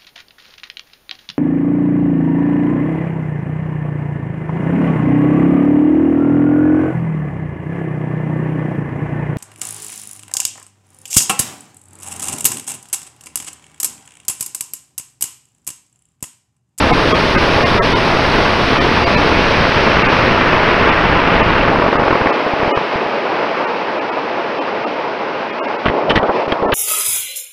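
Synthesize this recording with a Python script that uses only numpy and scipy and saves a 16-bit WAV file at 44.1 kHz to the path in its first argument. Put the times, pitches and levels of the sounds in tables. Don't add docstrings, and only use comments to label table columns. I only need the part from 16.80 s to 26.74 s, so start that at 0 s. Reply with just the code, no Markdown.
import sys
import numpy as np
from scipy import signal
from scipy.fft import rfft, irfft, next_fast_len
from scipy.io import wavfile
from scipy.ndimage import uniform_filter1d, map_coordinates

SR = 44100
rng = np.random.default_rng(int(sys.argv[2]) if len(sys.argv) > 2 else 0)


def digitize_waveform(pressure):
    field = np.atleast_2d(pressure).T
    bounded = np.clip(field, -1, 1)
    quanta = np.round(bounded * 32767).astype(np.int16)
    wavfile.write(sys.argv[1], SR, quanta)


def rack_gain(trim_db):
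    fader = np.asarray(trim_db, float)
    return 10 ** (fader / 20)


N = 438354
TIME_S = np.arange(N) / SR


def unit(x):
    return x / np.sqrt(np.mean(x ** 2) + 1e-20)


def curve(rows):
    return np.interp(TIME_S, *np.transpose(rows))


def wobble(rate_hz):
    return map_coordinates(rng.standard_normal(N // 100), [TIME_S * rate_hz])


def filtered(x, response):
    size = next_fast_len(N + 8192)
    hz = np.fft.rfftfreq(size, 1 / SR)
    return irfft(rfft(x, size) * response(hz), size)[:N]


def rush(spectrum, patchy_db=0):
    noise = rng.standard_normal(N + 512)
    if patchy_db:
        cells = signal.stft(noise.astype(np.float32), nperseg=512)[2]
        field = uniform_filter1d(rng.standard_normal(cells.shape), size=6, axis=0)
        field = uniform_filter1d(field, size=10, axis=1)
        noise = signal.istft(cells * rack_gain(patchy_db * unit(field)), nperseg=512)[1]
    knot_hz, db = np.transpose(spectrum)
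    return unit(filtered(noise[:N], lambda hz: rack_gain(np.interp(np.log(hz + 1), np.log(knot_hz), db))))


def humps(s, length_s, size):
    reach = int(np.max(length_s) * SR)
    lag = np.arange(-reach, reach)
    shape = size[:, None] * np.exp(-2 * (lag / SR / length_s[:, None] * 2) ** 2)
    index = np.round(s * SR).astype(int)[:, None] + lag + reach
    return np.bincount(index.ravel(), shape.ravel(), N + 2 * reach)[reach:reach + N]


def blend(first, second, start_s, end_s):
    turn = np.interp(TIME_S, [start_s, end_s], [0, np.pi / 2])
    return np.cos(turn) * first + np.sin(turn) * second


def flattened(x):
    return unit(x / np.sqrt(np.abs(uniform_filter1d(x ** 2, size=130)) + .15))


# time_s, flow_db
AIRFLOW = [
    (0, 0.5),
    (.5, -0.3),
    (1.5, -1.5),
    (2.5, -4),
    (4.5, -11.5),
    (5.5, -13),
    (7, -18.5),
    (9.03, -21.5),
]
# time_s, gain_db
DUCKING = [
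    (9.04, 0.5),
    (9.2, -1.5),
    (9.27, -3),
    (9.41, -7),
    (9.49, -1),
    (9.56, 2.5),
    (9.82, 4.5),
    (9.87, -11),
]
# centre_s, length_ms, body_swell_db, hiss_change_db
GUSTS = [(9.11, 50, 2.5, -2), (9.25, 60, 4, -1), (9.435, 21, 4.5, -8), (9.47, 23, -2.5, 2),
         (9.498, 16, 7, -9), (9.525, 25, -2.5, -1), (9.405, 12, 3, -6), (9.65, 30, -5, -3.5),
         (9.674, 8, -2, -15), (9.78, 64, -3.5, -5.5), (9.845, 50, 3, -2), (9.94, 26, 2, -10)]
# frequency_hz, density_db
BODY = [(20, -58.5), (40, -53.5), (70, -34.5), (114, -20.5), (146, -16), (262, -7), (431, -2.5),
        (664, -2.5), (863, -3), (1600, -13), (2080, -41), (3520, -120)]
HOLLOW = [(20, -58), (60, -47), (129, -21), (194, -15), (291, -7), (570, -2.5), (1020, -10), (1600, -22),
          (2080, -43), (3520, -120)]
FAST_HISS = [(700, -34), (1200, -13), (1700, -2), (2560, -3.5), (3550, -6.5), (4900, -10.5), (5500, -14),
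             (6500, -28), (6950, -37), (7100, -91)]
HISS = [(700, -47.5), (1200, -12), (1700, -0.5), (2560, -1.5), (3550, -12), (5150, -17), (5900, -27),
        (6500, -35), (6950, -51), (7100, -85)]
TOP = [(6100, -30), (6500, 5), (6850, -4), (7600, -0.5), (8300, -4), (9000, -2), (10500, -6), (12000, -8),
       (13000, -16.5), (13600, -27), (14000, -57.5)]
SLOW_TOP = [(6100, -31), (6500, 3.5), (6850, 2.5), (7700, -0.5), (8000, -6.5), (8170, -17), (8350, -3.5),
            (9000, 0.5), (10500, -7), (12000, -5.5), (13000, -16), (13600, -28), (14000, -61)]


def slipstream():
    flow_db, duck_db = curve(AIRFLOW), curve(DUCKING)
    s, length_ms, swell_db, change_db = np.transpose(GUSTS)
    nose_drop = np.clip((TIME_S - 9.06) / .04 + .5, 0, 1)
    side_db = 5 * nose_drop + humps(s, length_ms / 500, swell_db)
    lull_db = humps(s, length_ms / 500, change_db)

    body_db = -14 + 0.6 * np.minimum(flow_db + 10, 0) + side_db
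    hiss_knee_db = -6.5
    hiss_db = -26 + 0.72 * np.minimum(flow_db - hiss_knee_db, 0) + 0.51 * duck_db + lull_db
    hiss_db -= 0.23 * np.maximum(flow_db - hiss_knee_db, 0)
    top_db = -49 + flow_db + duck_db + .4 * lull_db

    gust_db = 0.38 * wobble(7) + 0.41 * wobble(30)
    burn_db = np.interp(TIME_S, [4.7, 5.1], [-3, 0])
    body = blend(rush(BODY, patchy_db=0.22), rush(HOLLOW, patchy_db=2.0), 9.05, 9.1)
    hiss = blend(rush(FAST_HISS), rush(HISS), 1.0, 4.7)
    top = blend(rush(TOP), rush(SLOW_TOP), 3.6, 5.4)
    wind = rack_gain(body_db + burn_db + gust_db + 0.83 * wobble(60)) * body
    wind += rack_gain(hiss_db + 6.5 + gust_db) * hiss
    return wind + rack_gain(top_db + .7 * gust_db) * top


# start_s, length_ms, clatter_db, panel_pitch_hz, panel_ring_db
THUDS = [
    (9.056, 19, -16, 1100, -19),
    (9.082, 14, -19, 1940, -27),
    (9.312, 9, -24, 1150, -15),
    (9.92, 7.8, -11.5, 4650, -31),
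]
# start_s, length_ms, clatter_db, panel_pitch_hz, panel_ring_db
KNOCKS = [
    (9.295, 24, -13, 3020, -16.5),
    (9.354, 16, -15.5, 1950, -23),
    (9.371, 18, -21, 1920, -13),
    (9.428, 8, -33, 1950, -32),
    (9.72, 7, -19, 3200, -15),
    (9.934, 8, -14.5, 3080, -16.5),
]
# frequency_hz, density_db
CLATTER = [(300, -1.5), (1000, -7.5), (2000, 0.5), (3000, 0), (4000, -10), (5500, -21.5), (6500, -36),
           (7100, -74), (7400, -40), (10000, -43.5), (12500, -55), (14000, -95)]


def knocks():
    noise = unit(flattened(rush(CLATTER)) * rack_gain(3 * wobble(450)))
    treble = filtered(noise, lambda hz: 1 / (1 + (3500 / (hz + 1)) ** 4))
    noise, treble = np.pad(noise, (0, SR)), np.pad(treble, (0, SR))
    out = np.zeros(N + SR)
    t = np.arange(SR // 5) / SR
    # treble lift at the edge of the blow, dB
    blows = [(*row, -7) for row in THUDS] + [(*row, 4) for row in KNOCKS]
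    for s, length_ms, db, pitch_hz, ring_db, lift_db in blows:
        start = round(s * SR)
        now = slice(start, start + len(t))
        after_s = np.maximum(t - length_ms / 1000, 0)
        fading_lift = rack_gain(lift_db - 330 * t) - 1
        burst = rack_gain(db - 60 * after_s / 0.016 - 60 * t) * (noise[now] + fading_lift * treble[now])
        t60_s = 5.0 * length_ms / 1000
        ring = rack_gain(ring_db + 2.5 - 60 * t / t60_s) * np.sin(2 * np.pi * (pitch_hz * t + rng.random()))
        attack = 1 - np.exp(-t / 0.00064)
        out[now] += attack * (burst + ring)
    return out[:N]


def sputter(count=22):
    start_s, end_s = 4.88, 5.4
    draw = rng.random((count, 4))
    s = start_s + (end_s - start_s) * ((np.arange(count) + draw[:, 0]) / count) ** 1.3
    swing = 2 * draw[:, 1:] - 1
    length_ms = 4.5 * rack_gain(4 * swing[:, 0])
    thump_db = -18.5 + 6 * swing[:, 1]
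    rasp_db = 1.5 + 4 * swing[:, 2]
    return np.c_[s, length_ms, thump_db, rasp_db]


# time_s, roar_db
THRUST = [
    (0, -20.5),
    (1.2, -20.5),
    (2.4, -19.5),
    (2.9, -18.5),
    (4, -16.5),
    (4.93, -16.5),
]
# centre_s, length_ms, thump_db, rasp_over_thump_db
SURGES = [
    (.115, 16, -7, -5.5),
    (.331, 11, -5, -5),
    (.564, 16, -8, -5),
    (.845, 8, -9, -5),
    (4.617, 6, -7.5, -3),
]
POPS = [(4.9433, 4.2, -17, -1), (4.9700, 5, -15, 1), (4.986, 4, -9, -2.5), (5.04, 5, -11, -4),
        (5.0626, 5, -14.5, 4), (5.079, 3.5, -18, 7), (5.087, 5.5, -15, -4), (5.127, 6, -17, 5),
        (5.1546, 5.2, -13.5, 2), (5.1957, 8.6, -10, -3.5), (5.22, 6.9, -17, 1), (5.2367, 5.3, -19, -1.5),
        (5.279, 7, -15, 6.5), (5.305, 4.5, -16.5, 5), (5.327, 8.5, -10, -3), (5.3528, 4.5, -15.5, 6),
        (5.411, 5.1, -16, 3), (5.42, 4.5, -9, -11), (5.458, 6.9, -16, 7), (5.470, 5.9, -15, 6),
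        (5.6657, 7.5, -25.5, 6), (5.7377, 2.7, -12, -10), (5.8016, 5, -18, 1), (5.8318, 4, -12.5, -3),
        (5.862, 6, -19, -7), (5.8784, 4, -12, -5), (5.9266, 7.1, -17.5, -0.5), (5.973, 5, -15.5, 5),
        (6.1582, 1.8, -15, 2), (6.2624, 4.1, -29, 10.5)]
JOLTS = [(9.0607, 2.8, -8.5, 3), (9.0824, 4.5, -10, -1.5), (9.0986, 2.9, -11.5, -2),
         (9.2942, 3.5, -19, -10), (9.3065, 4.9, -12, 5), (9.337, 4.5, -17, -11), (9.358, 8, -14, 1),
         (9.366, 3.5, -9.5, -10), (9.375, 3.5, -8, 1), (9.3956, 9, -16, -12), (9.43, 6.5, -17, -7),
         (9.494, 9, -17, -1), (9.68, 5, -20, -1), (9.7234, 8.4, -13.5, 0), (9.825, 12, -16, -6),
         (9.859, 5.9, -17, -1), (9.8916, 12, -23.5, 2), (9.9282, 4.5, -11, 1)]
# frequency_hz, density_db
ROAR = [(100, -15.5), (250, -4), (600, -3.5), (1200, -0.5), (2000, -6), (2750, -9), (3500, -19),
        (5500, -34), (6500, -45), (7100, -83)]
RASP = [(100, -19), (250, -1), (600, -2), (1200, -2.5), (1800, -9), (2500, -19.5), (5500, -45),
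        (7100, -92.5)]


def overload():
    burnout_s = THRUST[-1][0]
    draw = rng.random((2400, 4))
    s = draw[:, 0] * burnout_s
    size = rack_gain(-9 * draw[:, 1])
    kicks = humps(s, .0011 * rack_gain(6 * draw[:, 2]), size * np.sign(draw[:, 3] - .5))
    burning = np.clip((burnout_s - TIME_S) / 0.13, 0, 1)
    kicks *= rack_gain(-19.5 + 2.5) / np.std(kicks[burning > 0])
    gate = humps(s, np.full(len(s), 0.0049), size) + 1.4 * burning
    gate *= rack_gain(curve(THRUST) + 3.0) / np.sqrt(np.mean(gate[burning > 0] ** 2))

    s, length_ms, db, rasp_db = np.r_[SURGES, POPS, JOLTS, sputter()].T
    sign = np.sign(rng.random(len(s)) - .5)
    kicks += humps(s, np.full(len(s), 0.0015), rack_gain(db + 7.5) * sign)
    bursts = humps(s + 0.0029, 1.34 * length_ms / 1000, rack_gain(db + rasp_db + 4))
    return kicks + gate * rush(ROAR) + bursts * flattened(rush(RASP))


def scene():
    return (slipstream() + knocks() + overload())[None]


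def preamplifier(x):
    splatter = x / (1 + np.abs(x / .74) ** 6) ** (1 / 6) - x
    return x + filtered(splatter, lambda hz: 1 / (1 + (hz / 4500) ** 16))


# centre_hz, width_hz, depth (0-1)
NOTCHES = [
    (761, 30, .85),
    (7080, 280, .95),
    (12680, 200, .7),
]


def microphone_dips(x):
    def response(hz):
        dips = [1 - np.clip(depth, 0, 1) / (1 + (2 * (hz - centre_hz) / width_hz) ** 2)
                for centre_hz, width_hz, depth in NOTCHES]
        return np.prod(dips, axis=0)
    return filtered(x, response)


# time_s, highest_surviving_line_hz
STARVED = [(.122, 2200), (.335, 3300), (.570, 2600), (.847, 2800), (.997, 2050), (1.018, 1850),
           (1.146, 3700), (1.999, 3100), (2.255, 4750), (2.362, 4100), (3.237, 2750), (3.279, 2800),
           (4.111, 3500), (4.623, 3000), (5.178, 2700), (5.519, 2700), (5.924, 2950), (5.946, 2950),
           (6.863, 2800), (7.204, 2800), (7.311, 2600), (7.802, 3100), (8.058, 2750), (8.719, 3300),
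           (8.804, 2850), (8.826, 2850), (8.869, 2750), (8.975, 2600), (9.871, 1800)]
# frequency_hz, step_db
STARVED_STEP = [(0, 15.5), (500, 16.5), (1100, 18.5), (2000, 13), (3000, 10.5), (4700, 10)]
# time_s, step_change_db
COARSER = [
    (0, 3),
    (2.4, 3.5),
    (3.2, 1.5),
    (4.6, 0),
    (5.3, 0),
    (5.9, 1.5),
    (9.9, 1),
]


def starve(x):
    hop_s, first_s = 1024 / 48000, .12184
    half = round(hop_s * SR)
    n, k = np.arange(2 * half)[:, None], np.arange(half)
    line_hz = k / (2 * hop_s)
    window = np.sin(np.pi * (n + .5) / (2 * half))
    basis = window * np.cos(np.pi / half * (n + .5 + half / 2) * (k + .5)) * np.sqrt(2 / half)
    step_gain = rack_gain(np.interp(line_hz, *np.transpose(STARVED_STEP)))
    out = x.copy()
    for s, top_hz in STARVED:
        frame_s = first_s + round((s - first_s) / hop_s) * hop_s
        start = round(frame_s * SR) - half
        lines = x[start:start + 2 * half] @ basis
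        step = step_gain * np.std(lines) * rack_gain(np.interp(s, *np.transpose(COARSER)))
        kept = step * np.round(lines / step) * (line_hz < top_hz)
        last = int(top_hz * 2 * hop_s) - 1
        kept[last] = step[last] * np.sign(lines[last])
        out[start:start + 2 * half] += basis @ (kept - lines)
    return out


def top_cut(x):
    return signal.sosfilt(signal.butter(12, 13800, fs=SR, output="sos"), x)


def record(dry):
    x = preamplifier(dry[0])
    x = microphone_dips(x)
    mix = starve(x)[None]
    return top_cut(mix)


dry = scene()
out = record(dry)
digitize_waveform(out)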